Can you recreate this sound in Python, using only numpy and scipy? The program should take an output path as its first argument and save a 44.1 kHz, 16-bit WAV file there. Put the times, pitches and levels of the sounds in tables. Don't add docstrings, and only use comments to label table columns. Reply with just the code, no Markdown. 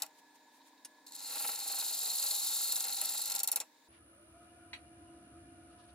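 import sys
import numpy as np
from scipy import signal
from scipy.fft import rfft, irfft
from scipy.io import wavfile
from scipy.ndimage import uniform_filter1d

SR = 44100
rng = np.random.default_rng(int(sys.argv[2]) if len(sys.argv) > 2 else 0)


def undo_db(level):
    steps = np.asarray(level, float) / 20
    return 10 ** steps


def wav_out(sig):
    wavfile.write(sys.argv[1], SR, np.round(np.clip(np.atleast_2d(sig).T, -1, 1) * 32767).astype(np.int16))


N = 261954
TIME = np.arange(N) / SR
HZ = np.maximum(np.fft.rfftfreq(N, 1 / SR), 1)

TURN_HZ, BELT_HZ = 23.98, 7.96
MOVE_S = 3.885

# time_s, depth_db, unevenness_0_to_2
CUT = [
    (1.119, -52.5, 1.25),
    (1.3, -45, 1.2),
    (1.599, -44.5, 0.61),
    (1.9, -40.5, 0.92),
    (2.58, -38, .45),
    (2.8, -41.5, 1.2),
    (3.2, -40.5, 1.31),
    (3.29, -44.5, 1.2),
    (3.391, -47.5, 1.9),
]
# time_s, push_db
PUSHES = [
    (1.449, 9),
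    (1.75, 5),
    (2.25, 2.5),
    (2.739, 2.5),
    (3.02, 1.5),
    (3.199, 1),
]
PUSH_HALF_S = 0.075
RING_PER_PUSH, HISS_PER_PUSH, THUD_PER_PUSH = 0.23, 0.78, 1.03
# angle_turns, width_turns, early_db, midway_db, late_db
RING_SPOTS = [(.15, .045, 6, 3, 7.5), (.40, .05, 4.5, 10, -0.5), (.64, .05, 3.5, 0, 3),
              (.90, 0.02, 9, -1, 4)]
# angle_turns, width_turns, early_db, midway_db, late_db
HISS_SPOTS = [(.14, .05, 3, 1.1, 6.5), (.28, 0.041, 3.5, 7.4, 6.6), (.55, .03, 5, 1, 8.9),
              (.76, .06, 4, 6, 3), (.92, 0.032, 3.4, 2, 1.03)]
HISS_AT_FULL_DB, HISS_TRIM_DB, HISS_PER_DEPTH, FULL_DEPTH_DB = -42.5, 0.35, 1.3, -40
WOOD_DB, WOOD_PER_DEPTH = -56, 0.28
WOOD_ENTRY_DB, WOOD_ENTRY_S, WOOD_AT_RIM_DB = -10, 0.17, 0
THUD_DB, THUD_LATE_DB, THUD_ANGLE_TURNS, THUD_SLIP_TURNS_PER_S = 1.5, 1.5, 0.86, -0.22
GRAZE_S, GRAZE_DB, GRAZE_FADE_DB_PER_S = 1.0645, -1.5, 150

# time_s, peak_db, hiss_rel_db, wood_rel_db
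CATCHES = [(0.0204, -20.5, -12, -24), (0.0316, -35, -6, -9), (0.0623, -46.5, -7, -9),
           (1.1208, -40, -20, -34), (1.356, -41.5, -2, -5), (1.398, -41, -8, -13), (1.4385, -47, -5, -5),
           (1.481, -40, 2, -7), (2.722, -24, -8, -36), (2.7632, -28, -8, -20), (2.805, -24, -13.5, -25),
           (3.014, -27, -7, -17.5), (3.056, -33.5, -6, -21)]
CATCH_DIES_S = 0.019
# time_s, peak_db, hiss_rel_db, wood_rel_db, dying_s
EARLIER_TAIL = (-.004, -51, -8, -5.5, 0.093)
# middle_s, leading_db, middle_db, trailing_db, middle_hiss_rel_db
PASSES = [
    (3.2655, -29, -38, -36.5, -8),
    (3.3085, -27.5, -37.5, -30, -2.5),
    (3.3497, -34, -30.5, -29, -4),
    (3.3905, -37, -30.5, -27.5, -6),
    (3.4319, -70, -28.5, -33.5, 0),
    (3.4741, -70, -27.5, -31.5, -0.5),
    (3.5156, -72, -30, -32, 2.5),
    (3.5589, -70, -25.5, -35.5, -2),
    (3.6011, -69.5, -28.5, -38, -11),
]
RIDGE_LEAD_S, RIDGE_TRAIL_S = 0.01, 0.0097
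# leading_s, middle_s, trailing_s
RIDGE_DIES_S = (0.022, 0.03, 0.041)
# first_hiss_rel_db, last_hiss_rel_db
OUTER_HISS_DB = (-13, -14)
# first_wood_rel_db, last_wood_rel_db
RIDGE_WOOD_DB = (-26, -15)

# pitch_hz, width_hz, level_db
GOUGE_MODES = [(3770, 51, -6), (4266, 162, 2.5), (4720, 77, -7), (4980, 240, -5.5), (6800, 79, -25),
               (7480, 110, 3)]
# pitch_hz, width_hz, level_db
SHANK_MODES = [(3790, 39, -14), (4310, 180, -1), (5580, 91, -2.5), (7360, 220, 4), (8360, 700, -16)]
# pitch_hz, width_hz, level_db
GOUGE_HIGH = [(8870, 390, -7), (9450, 210, 0), (10410, 190, -2), (12000, 32, -11), (11660, 100, -16.5),
              (13160, 130, -4), (12730, 120, -9)]
# pitch_hz, width_hz, level_db
WOOD_MODES = [(480, 25, -8), (633, 25.6, -3), (795.5, 43, 2.5), (961, 150, -4.5), (1118, 30, -6.5),
              (1360, 92, -3.5), (1990, 360, -13.5), (2680, 290, -5.5)]
# pitch_hz, density_db
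RING_BED = [(1530, -50), (2600, -15.5), (3410, -10), (3680, -2), (4240, -3), (5470, -5.5), (7350, 3.5),
            (9000, -15), (11700, -40), (19800, -120)]
# pitch_hz, density_db
HISS_BED = [(4410, -33), (7500, -16), (8470, -16), (10500, 0), (15100, -0.5), (16200, -26), (16500, -45.5)]
# pitch_hz, density_db
WOOD_BED = [(60, -22.5), (300, -8.5), (500, -7.5), (1500, -10), (2800, -11), (3150, -19), (4200, -26)]

# time_s, drive_hz
DRIVE = [
    (3.885, 22.04),
    (4.1, 29.2),
    (4.38, 38.3),
    (4.45, 39.03),
    (5.94, 39.12),
]
# time_s, shake_db
SHAKE = [
    (3.885, -8.5),
    (4.15, -8),
    (4.45, -4),
    (4.8, -3),
    (5.2, -0.5),
    (5.6, -1),
    (5.94, -3.5),
]
RUMBLE_DB, FRAME_DB, FRAME_PER_SHAKE = -63.5, -64, 1.2
WHIRR_DB, WHIRR_DB_PER_DECADE = -68, 16
# pitch_hz, width_hz, level_db
RUMBLE_MODES = [(66, 10.3, -2), (89.4, 16, -3.5), (114, 21, -6.5), (151, 24, -12.5), (199, 12.4, -8.5)]
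# pitch_hz, width_hz, level_db
FRAME_MODES = [(217, 11, -10.5), (283, 64, -7.5), (334, 22.5, -5.5)]
# pitch_hz, density_db
WHIRR = [(120, -45), (200, -19), (338, -5.5), (420, -17.5), (627, -9.5), (698, -8), (827, -23),
         (1270, -22.5), (1870, -23.5), (2360, -25.5), (2550, -27), (8000, -37.5), (10400, -49),
         (17600, -120)]
# pitch_hz, width_hz, rel_whirr_db, flutter_db
HOUSING = [(1000, 50, -15, 3), (1270, 90, -9, 3), (1440, 70, -9, 3), (1700, 80, -14, 3),
           (2380, 80, -17, 2.5), (2850, 120, -17, 4), (9950, 900, -15, 1)]
# drive_multiple, level_db
SLOT_TONE = [(18, -66), (37, -82), (61, -89)]
# pitch_hz, gain_db
SLOT_CASING = [(396, -19), (527, -12), (598, -.5), (634, -9), (686, 6), (701, 1.2)]
CARRIER_HZ, WHINE_DB = 10000.5, 5
# drive_multiple, level_db
WHINE = [(-13, -85), (-5, -90), (-3, -76), (-1, -84), (1, -81), (3, -81), (15, -90)]
SKIRT_DB, SKIRT_SCATTER_DB = -94, 6
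# below_db, above_db
SKIRT_FALL_DB = (-0.1, 1.8)
# pitch_hz, side_minus_mid_db
RUN_SIDE = [(60, -26), (110, -22), (200, -15), (380, -13), (700, -2), (1290, -5), (2380, 1), (4400, 4.5),
            (8120, 6), (15000, 7)]

# time_s, rattle_s, peak_db
CLINK = (.848, 0.011, -38)
# pitch_hz, level_db, t60_s
CLINK_MODES = [(2073, -44, 0.11), (2870, -21, 0.048), (4151, -36, 0.38), (4840, -30, 0.066),
               (6300, -12, 0.011), (6627, -20, 0.043), (8950, -21, 0.031), (9900, -8.5, 0.036),
               (13400, -17, 0.018)]
# pitch_hz, density_db
CLINK_CRACK = [(880, -48), (1500, -18), (4370, -12), (6060, -4), (7540, -13), (9560, -4), (14900, -22),
               (16000, -38)]
# time_s, rattle_s, peak_db
TAP = (4.732, 0.005, -33.5)
# pitch_hz, level_db, t60_s
TAP_MODES = [(980, -17, 5.0), (1600, -20, 0.16), (1980, -3, 0.19), (2310, -5, 0.15), (2550, 1, 0.14),
             (3720, -8, 0.13), (4060, -8, 0.16), (4560, 5, 0.023), (7900, -17, 0.029), (8193, -21, 0.11),
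             (8950, -55, 5.0)]
# pitch_hz, density_db
TAP_CRACK = [(800, -30), (1060, 3), (1300, -6), (2000, -2), (2900, -3), (3250, -8), (4300, -6), (5500, -21),
             (7800, -22), (11500, -28), (12500, -60)]
# (low_hz, high_hz), puffs of time_s, half_s, level_db
BRUSHES = [
    ((1900, 12000), [(.17, 0.018, -71.5), (.193, 0.0071, -64), (.358, 0.0086, -65), (.559, 0.026, -68.5), (.675, .016, -66)]),
    ((9000, 12800), [(4.25, .33, -83)]),
    ((630, 3400), [(3.948, 0.03, -67)]),
    ((2500, 4900), [(4.44, .012, -78), (5.25, .011, -83), (5.72, 0.024, -75), (5.803, .015, -69), (5.847, 0.0084, -72), (5.899, 0.012, -70)]),
]

BELT_DB = -65.5
# pitch_hz, density_db
BELT = [(40, -50), (130, -28), (190, -15), (278, -3), (400, -14), (461, -7), (560, -14), (620, -10),
        (700, -22), (940, -12), (1250, -23), (1640, -13), (1970, -19), (2600, -19), (3380, -43)]
# angle_turns, width_turns, level_db
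BELT_KNOCKS = [(.83, .1, 5), (.44, .12, 2)]
# lap_multiple, level_db
BELT_ORDERS = [(110, -81), (116, -77), (118, -76), (120, -81), (124, -77), (128, -79), (136, -86)]
# pitch_hz, level_db
MOTOR_LINES = [(271, -79.5), (302, -78), (616, -82.5), (1657, -92.5), (1704.6, -76.5), (1752, -88),
               (1846, -89.5), (2374, -95)]
# pitch_hz, width_hz, level_db
BEARING = [(3770, 480, -79), (7080, 150, -85), (8600, 100, -88)]
# pitch_hz, density_db
SHOP_AIR = [(1180, -34), (2000, -6.5), (2850, -21), (3680, -5), (5620, -11), (8510, -16), (9890, -19),
            (15600, -16), (16500, -36)]
SHOP_AIR_DB = -74.5
# pitch_hz, side_minus_mid_db
SHOP_SIDE = [(60, -11), (110, -15), (200, -12), (380, -17), (700, -3.5), (1290, -2), (2380, -3.5),
             (4400, -1), (8120, 5), (15000, 5)]


def gouge():
    depth_db, unevenness = in_time(CUT)
    start_s, end_s = CUT[0][0], CUT[-1][0]
    push_db = sum(level_db * np.exp(-.5 * ((TIME - s) / PUSH_HALF_S) ** 2) for s, level_db in PUSHES)
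    extra_depth_db = depth_db - FULL_DEPTH_DB

    ring_db = depth_db + RING_PER_PUSH * push_db
    hiss_db = HISS_AT_FULL_DB + HISS_TRIM_DB + HISS_PER_DEPTH * extra_depth_db + HISS_PER_PUSH * push_db
    load_db = np.interp(TIME, [start_s, start_s + WOOD_ENTRY_S, end_s - .15, end_s],
                        [WOOD_ENTRY_DB, 0, 0, WOOD_AT_RIM_DB])
    wood_db = WOOD_DB + WOOD_PER_DEPTH * extra_depth_db + push_db + load_db

    angle = THUD_ANGLE_TURNS + THUD_SLIP_TURNS_PER_S * (TIME - start_s)
    thud_db = THUD_DB + THUD_PER_PUSH * push_db + THUD_LATE_DB * (TIME - start_s) / (end_s - start_s)
    thud = undo_db(thud_db * (spot(TIME * TURN_HZ, angle, 0.12) - .5) + 1.63 * drift(30))

    touching = np.interp(TIME, [start_s - .005, start_s + 0.0055, end_s - .007, end_s], [0, 1, 1, 0])
    graze_db = GRAZE_DB - GRAZE_FADE_DB_PER_S * np.maximum(TIME - GRAZE_S, 0)
    touching += (TIME > GRAZE_S) * (TIME < start_s) * undo_db(graze_db)

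    ring = undo_db(ring_db) * rim(RING_SPOTS, unevenness, 1.3) * touching
    struck = bites(column=1, trim_db=-2.5, attack_s=0.0007, linger=1.0)
    hiss = undo_db(hiss_db) * rim(HISS_SPOTS, unevenness, 1.6) * touching
    hiss = hiss + bites(column=2, trim_db=4.5, attack_s=0.00046, linger=1.0)
    wood = undo_db(wood_db) * thud * touching
    wood = wood + bites(column=3, trim_db=3.0, attack_s=0.0056, linger=2.15)
    ring_modes = GOUGE_MODES + [(4194, 21, 1.5)]
    return (cutting(ring, 0.35, ring_modes, RING_BED, 0.67, low_hz=3270, scatter_db=-8.0, left_db=-0.2)
            + cutting(struck, 0.11, SHANK_MODES, RING_BED, 0.62, low_hz=3300, scatter_db=-2.5, left_db=-0.5)
            + cutting(hiss, 0.057, GOUGE_HIGH, HISS_BED, 1.63, low_hz=7800, scatter_db=0.5, left_db=1.0)
            + cutting(wood, 0.72, WOOD_MODES, WOOD_BED, 0.28, low_hz=395, scatter_db=-6.5, left_db=0.5))


def cutting(force, memory, modes, bed, bed_share, low_hz, scatter_db, left_db):
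    ringing = rfft(resonate(1. * (np.arange(N) == 0), modes))
    ringing = ringing / (1 + (low_hz / HZ) ** 8)
    broad = over_hz(bed, left=-200, right=-200)
    response = ringing / rms_of(ringing) + bed_share * broad / rms_of(broad)
    fibres = np.array([returning(TURN_HZ, memory) for part in range(3)])
    direct, *scattered = irfft(rfft(fibres * force) * response / rms_of(response), N)
    heard = place(direct, lead_samples=1.31, echo_db=-14.5, t60_s=0.16)
    heard = heard + undo_db(scatter_db) * np.array(scattered)
    return heard * undo_db(np.array([[left_db / 2], [-left_db / 2]]))


def rim(spots, unevenness, wander_db):
    level_db = wander_db * drift(71)
    for angle, width, *stages_db in spots:
        strength_db = np.interp(TIME, [1.1, 2.2, 3.3], stages_db) + 3.1 * drift(3.7)
        level_db = level_db + unevenness * strength_db * spot(TIME * TURN_HZ, angle, width)
    power = undo_db(level_db) ** 2
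    return np.sqrt(power / uniform_filter1d(power, size=round(3 * SR / TURN_HZ)))


def bites(column, trim_db, attack_s, linger):
    force = np.zeros(N)
    for row in contacts():
        age_s = np.maximum(TIME - row[0], 0)
        peak_db = row[1] + (row[column] if column > 1 else 0) + trim_db
        force += undo_db(peak_db - 60 * age_s / row[4] / linger) * (1 - np.exp(-age_s / attack_s))
    return force


def contacts():
    rows = [EARLIER_TAIL] + [(*row, CATCH_DIES_S) for row in CATCHES]
    lead_dies_s, middle_dies_s, trail_dies_s = RIDGE_DIES_S
    span_s = [PASSES[0][0], PASSES[-1][0]]
    for s, lead_db, middle_db, trail_db, hiss_db in PASSES:
        outer_db = np.interp(s, span_s, OUTER_HISS_DB)
        wood_db = np.interp(s, span_s, RIDGE_WOOD_DB)
        rows += [(s - RIDGE_LEAD_S, lead_db, outer_db, wood_db, lead_dies_s),
                 (s, middle_db, hiss_db, wood_db, middle_dies_s),
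                 (s + RIDGE_TRAIL_S, trail_db, outer_db, wood_db, trail_dies_s)]
    return rows


def run_up():
    (drive_hz,), (shake_db,) = in_time(DRIVE), in_time(SHAKE)
    cycles = np.cumsum(drive_hz) / SR
    frame_db = FRAME_DB + FRAME_PER_SHAKE * shake_db
    whirr_db = WHIRR_DB + WHIRR_DB_PER_DECADE * np.log10(drive_hz / drive_hz.max())
    noise = [stand(RUMBLE_DB + shake_db, frame_db) + whirr(whirr_db) for ear in "ms"]
    hum = np.sin(2 * np.pi * 334 * TIME + .5 * drift(4.6))
    hum = undo_db(frame_db + 4.0 + 2.6 * drift(8.2)) * hum
    whine = place(undo_db(WHINE_DB) * inverter(cycles), lead_samples=5.92, echo_db=-40, t60_s=.3)
    return wide(*noise, RUN_SIDE) + hum + slot_tone(drive_hz, cycles) + whine


def stand(rumble_db, frame_db):
    low_cut = signal.butter(10, 59, "high", fs=SR, output="sos")
    rumble = signal.sosfilt(low_cut, resonate(rng.standard_normal(N), RUMBLE_MODES))
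    frame = resonate(resonate(rng.standard_normal(N), [(300, 210, 0)]), FRAME_MODES)
    return (undo_db(rumble_db + 1.0 * drift(5)) * rms_one(rumble)
            + undo_db(frame_db + 1.1 * drift(2.4)) * rms_one(frame))


def whirr(whirr_db):
    out = undo_db(whirr_db) * colour(rng.standard_normal(N), WHIRR)
    for hz, width_hz, level_db, flutter_db in HOUSING:
        band = resonate(resonate(rng.standard_normal(N), [(hz, width_hz, 0)]), [(hz, 2 * width_hz, 0)])
        out += undo_db(whirr_db + level_db + flutter_db * drift(8.8)) * rms_one(band)
    return out


def slot_tone(drive_hz, cycles):
    casing = undo_db(np.interp(SLOT_TONE[0][0] * drive_hz, *np.transpose(SLOT_CASING)))
    shaft = np.pi * cycles
    wobble = 1 + 0.12 * np.cos(shaft)
    tone = 0
    for k, level_db in SLOT_TONE:
        phase = 2 * k * shaft + 0.47 * np.sin(shaft) + 0.13 * drift(1.8)
        tone = tone + undo_db(level_db + 1.5 + 0.52 * drift(16)) * wobble * np.sin(phase)
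    return casing * tone


def inverter(cycles):
    strong = dict(WHINE)
    skirt = []
    for k in range(-31, 30, 2):
        if k not in strong:
            fall_db = SKIRT_FALL_DB[k > 0] * abs(k)
            skirt.append((k, SKIRT_DB - fall_db + SKIRT_SCATTER_DB * rng.standard_normal()))
    out = 0
    for k, level_db in WHINE + skirt:
        turns = CARRIER_HZ * TIME + k * cycles + rng.random()
        out = out + undo_db(level_db + 3 + .8 * drift(10)) * np.sin(2 * np.pi * turns)
    return out


def tap(hit, modes, crack, ring_db):
    s, rattle_s, level_db = hit
    age_s = TIME - s
    clicks = rng.standard_normal(N) * (age_s >= 0) * np.exp(-(np.maximum(age_s, 0) / rattle_s) ** 2)
    ring = np.zeros(N)
    for hz, mode_db, t60_s in modes:
        r = undo_db(-60 / (min(t60_s, .045) * SR))
        w = 2 * np.pi * hz / SR
        poles = [1, -2 * r * np.cos(w), r * r]
        ring += undo_db(mode_db) * signal.lfilter([0, np.sin(w)], poles, clicks + 1e-18)
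    broad = colour(clicks, crack)
    return undo_db(level_db) * (undo_db(ring_db) * ring / np.max(np.abs(ring)) + broad / np.max(np.abs(broad)))


def brushes():
    out = np.zeros((2, N))
    for (low_hz, high_hz), puffs in BRUSHES:
        force = sum(undo_db(level_db) * np.exp(-.5 * ((TIME - s) / half_s) ** 2) for s, half_s, level_db in puffs)
        band = signal.butter(2, [low_hz, high_hz], "band", fs=SR, output="sos")
        noise = signal.sosfilt(band, rng.standard_normal((2, N)))
        out += force * noise * np.sqrt(SR / 2 / (high_hz - low_hz))
    return out


def idle():
    belt = [undo_db(BELT_DB - 6.5) * colour(returning(2 * BELT_HZ, 0.7), BELT) for ear in "ms"]
    air = [undo_db(SHOP_AIR_DB) * colour(rng.standard_normal(N), SHOP_AIR) for ear in "ms"]
    whistles = 0
    for hz, width_hz, level_db in BEARING:
        whistle = rms_one(resonate(rng.standard_normal(N), [(hz, width_hz, 0)]))
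        whistles = whistles + undo_db(level_db + 3.5 * drift(20)) * whistle
    tones = 0
    for hz, level_db in MOTOR_LINES:
        tone = np.sin(2 * np.pi * (hz * TIME + rng.random()))
        tones = tones + undo_db(level_db + 3.5 + 2.3 * drift(4.3)) * tone
    shade = undo_db(np.interp(TIME, [1.1, 3.6], [0, -5]))
    mid = belt[0] + air[0] + shade * (belt_guard() + tones) + whistles
    return wide(mid, belt[1] + air[1], SHOP_SIDE)


def belt_guard():
    knock_db = sum(level_db * spot(TIME * BELT_HZ, angle, width) for angle, width, level_db in BELT_KNOCKS)
    ringing = 0
    for k, level_db in BELT_ORDERS:
        order = np.cos(2 * np.pi * k * (TIME * BELT_HZ - .85))
        ringing = ringing + undo_db(level_db - 1 + 2.5 * drift(7)) * order
    lap = resonate(returning(2 * BELT_HZ, .95), [(984, 340, 0)])
    lap = rms_one(resonate(lap, [(973, 160, -3.5), (780, 115, 0.0)]))
    return undo_db(knock_db) * (ringing + undo_db(-75.0) * lap)


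def place(x, lead_samples, echo_db, t60_s):
    s = TIME[:SR // 3]
    echo = rng.standard_normal((2, len(s))) * undo_db(-60 * s / t60_s) * (1 - np.exp(-s / 0.0011))
    echo = undo_db(echo_db) * echo / np.sqrt(np.sum(echo ** 2, 1, keepdims=True))
    shift = np.exp(1j * np.pi * HZ * lead_samples / SR * np.array([[1], [-1]]))
    return irfft(rfft(x) * shift, N) + signal.fftconvolve(x[None], echo)[:, :N]


def wide(mid, side, side_table):
    side = irfft(rfft(side) * over_hz(side_table), N)
    return np.array([mid + side, mid - side])


def returning(turn_hz, memory):
    size = round(SR / turn_hz)
    memory = np.clip(memory, 0, .97)
    fresh = rng.standard_normal((N // size + 31, size))
    turns = signal.lfilter([1], [1, -memory], fresh, axis=0)
    return rms_one(turns[30:].ravel()[:N])


def spot(turns, angle, width):
    return np.exp(-.5 * (((turns - angle + .5) % 1 - .5) / width) ** 2)


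def drift(rate_hz):
    return rms_one(irfft(rfft(rng.standard_normal(N)) / (1 + (HZ / rate_hz) ** 2), N))


def resonate(x, peaks):
    out = 0
    for k, (hz, width_hz, level_db) in enumerate(peaks):
        r = np.exp(-np.pi * width_hz / SR)
        zeros = [(1 - r * r) / 2, 0, (r * r - 1) / 2]
        poles = [1, -2 * r * np.cos(2 * np.pi * hz / SR), r * r]
        out = out + (-1) ** k * undo_db(level_db) * signal.lfilter(zeros, poles, x)
    return out


def colour(x, spectrum):
    return rms_one(irfft(rfft(x) * over_hz(spectrum, left=-200, right=-200), N))


def over_hz(points, **ends):
    hz, level_db = np.transpose(points)
    return undo_db(np.interp(np.log(HZ), np.log(hz), level_db, **ends))


def in_time(rows):
    s, *columns = np.transpose(rows)
    return [np.interp(TIME, s, column) for column in columns]


def rms_one(x):
    return x / np.sqrt(np.mean(x ** 2) + 1e-20)


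def rms_of(gain):
    return np.sqrt(np.mean(np.abs(gain) ** 2))


def scene():
    after = np.clip((TIME - MOVE_S) / 0.0098 + .5, 0, 1)
    clink = tap(CLINK, CLINK_MODES, CLINK_CRACK, ring_db=-3.5)
    clink = place(clink, lead_samples=0.99, echo_db=-10, t60_s=0.072)
    knock = tap(TAP, TAP_MODES, TAP_CRACK, ring_db=-18)
    knock = place(knock, lead_samples=3.7, echo_db=4.5, t60_s=0.12)
    return (gouge() + idle()) * (1 - after) + run_up() * after + brushes() + clink + knock


def roll_off(x):
    return signal.sosfilt(signal.butter(12, 17020, fs=SR, output="sos"), x)


def record(dry):
    return roll_off(dry)


dry = scene()
out = record(dry)
wav_out(out)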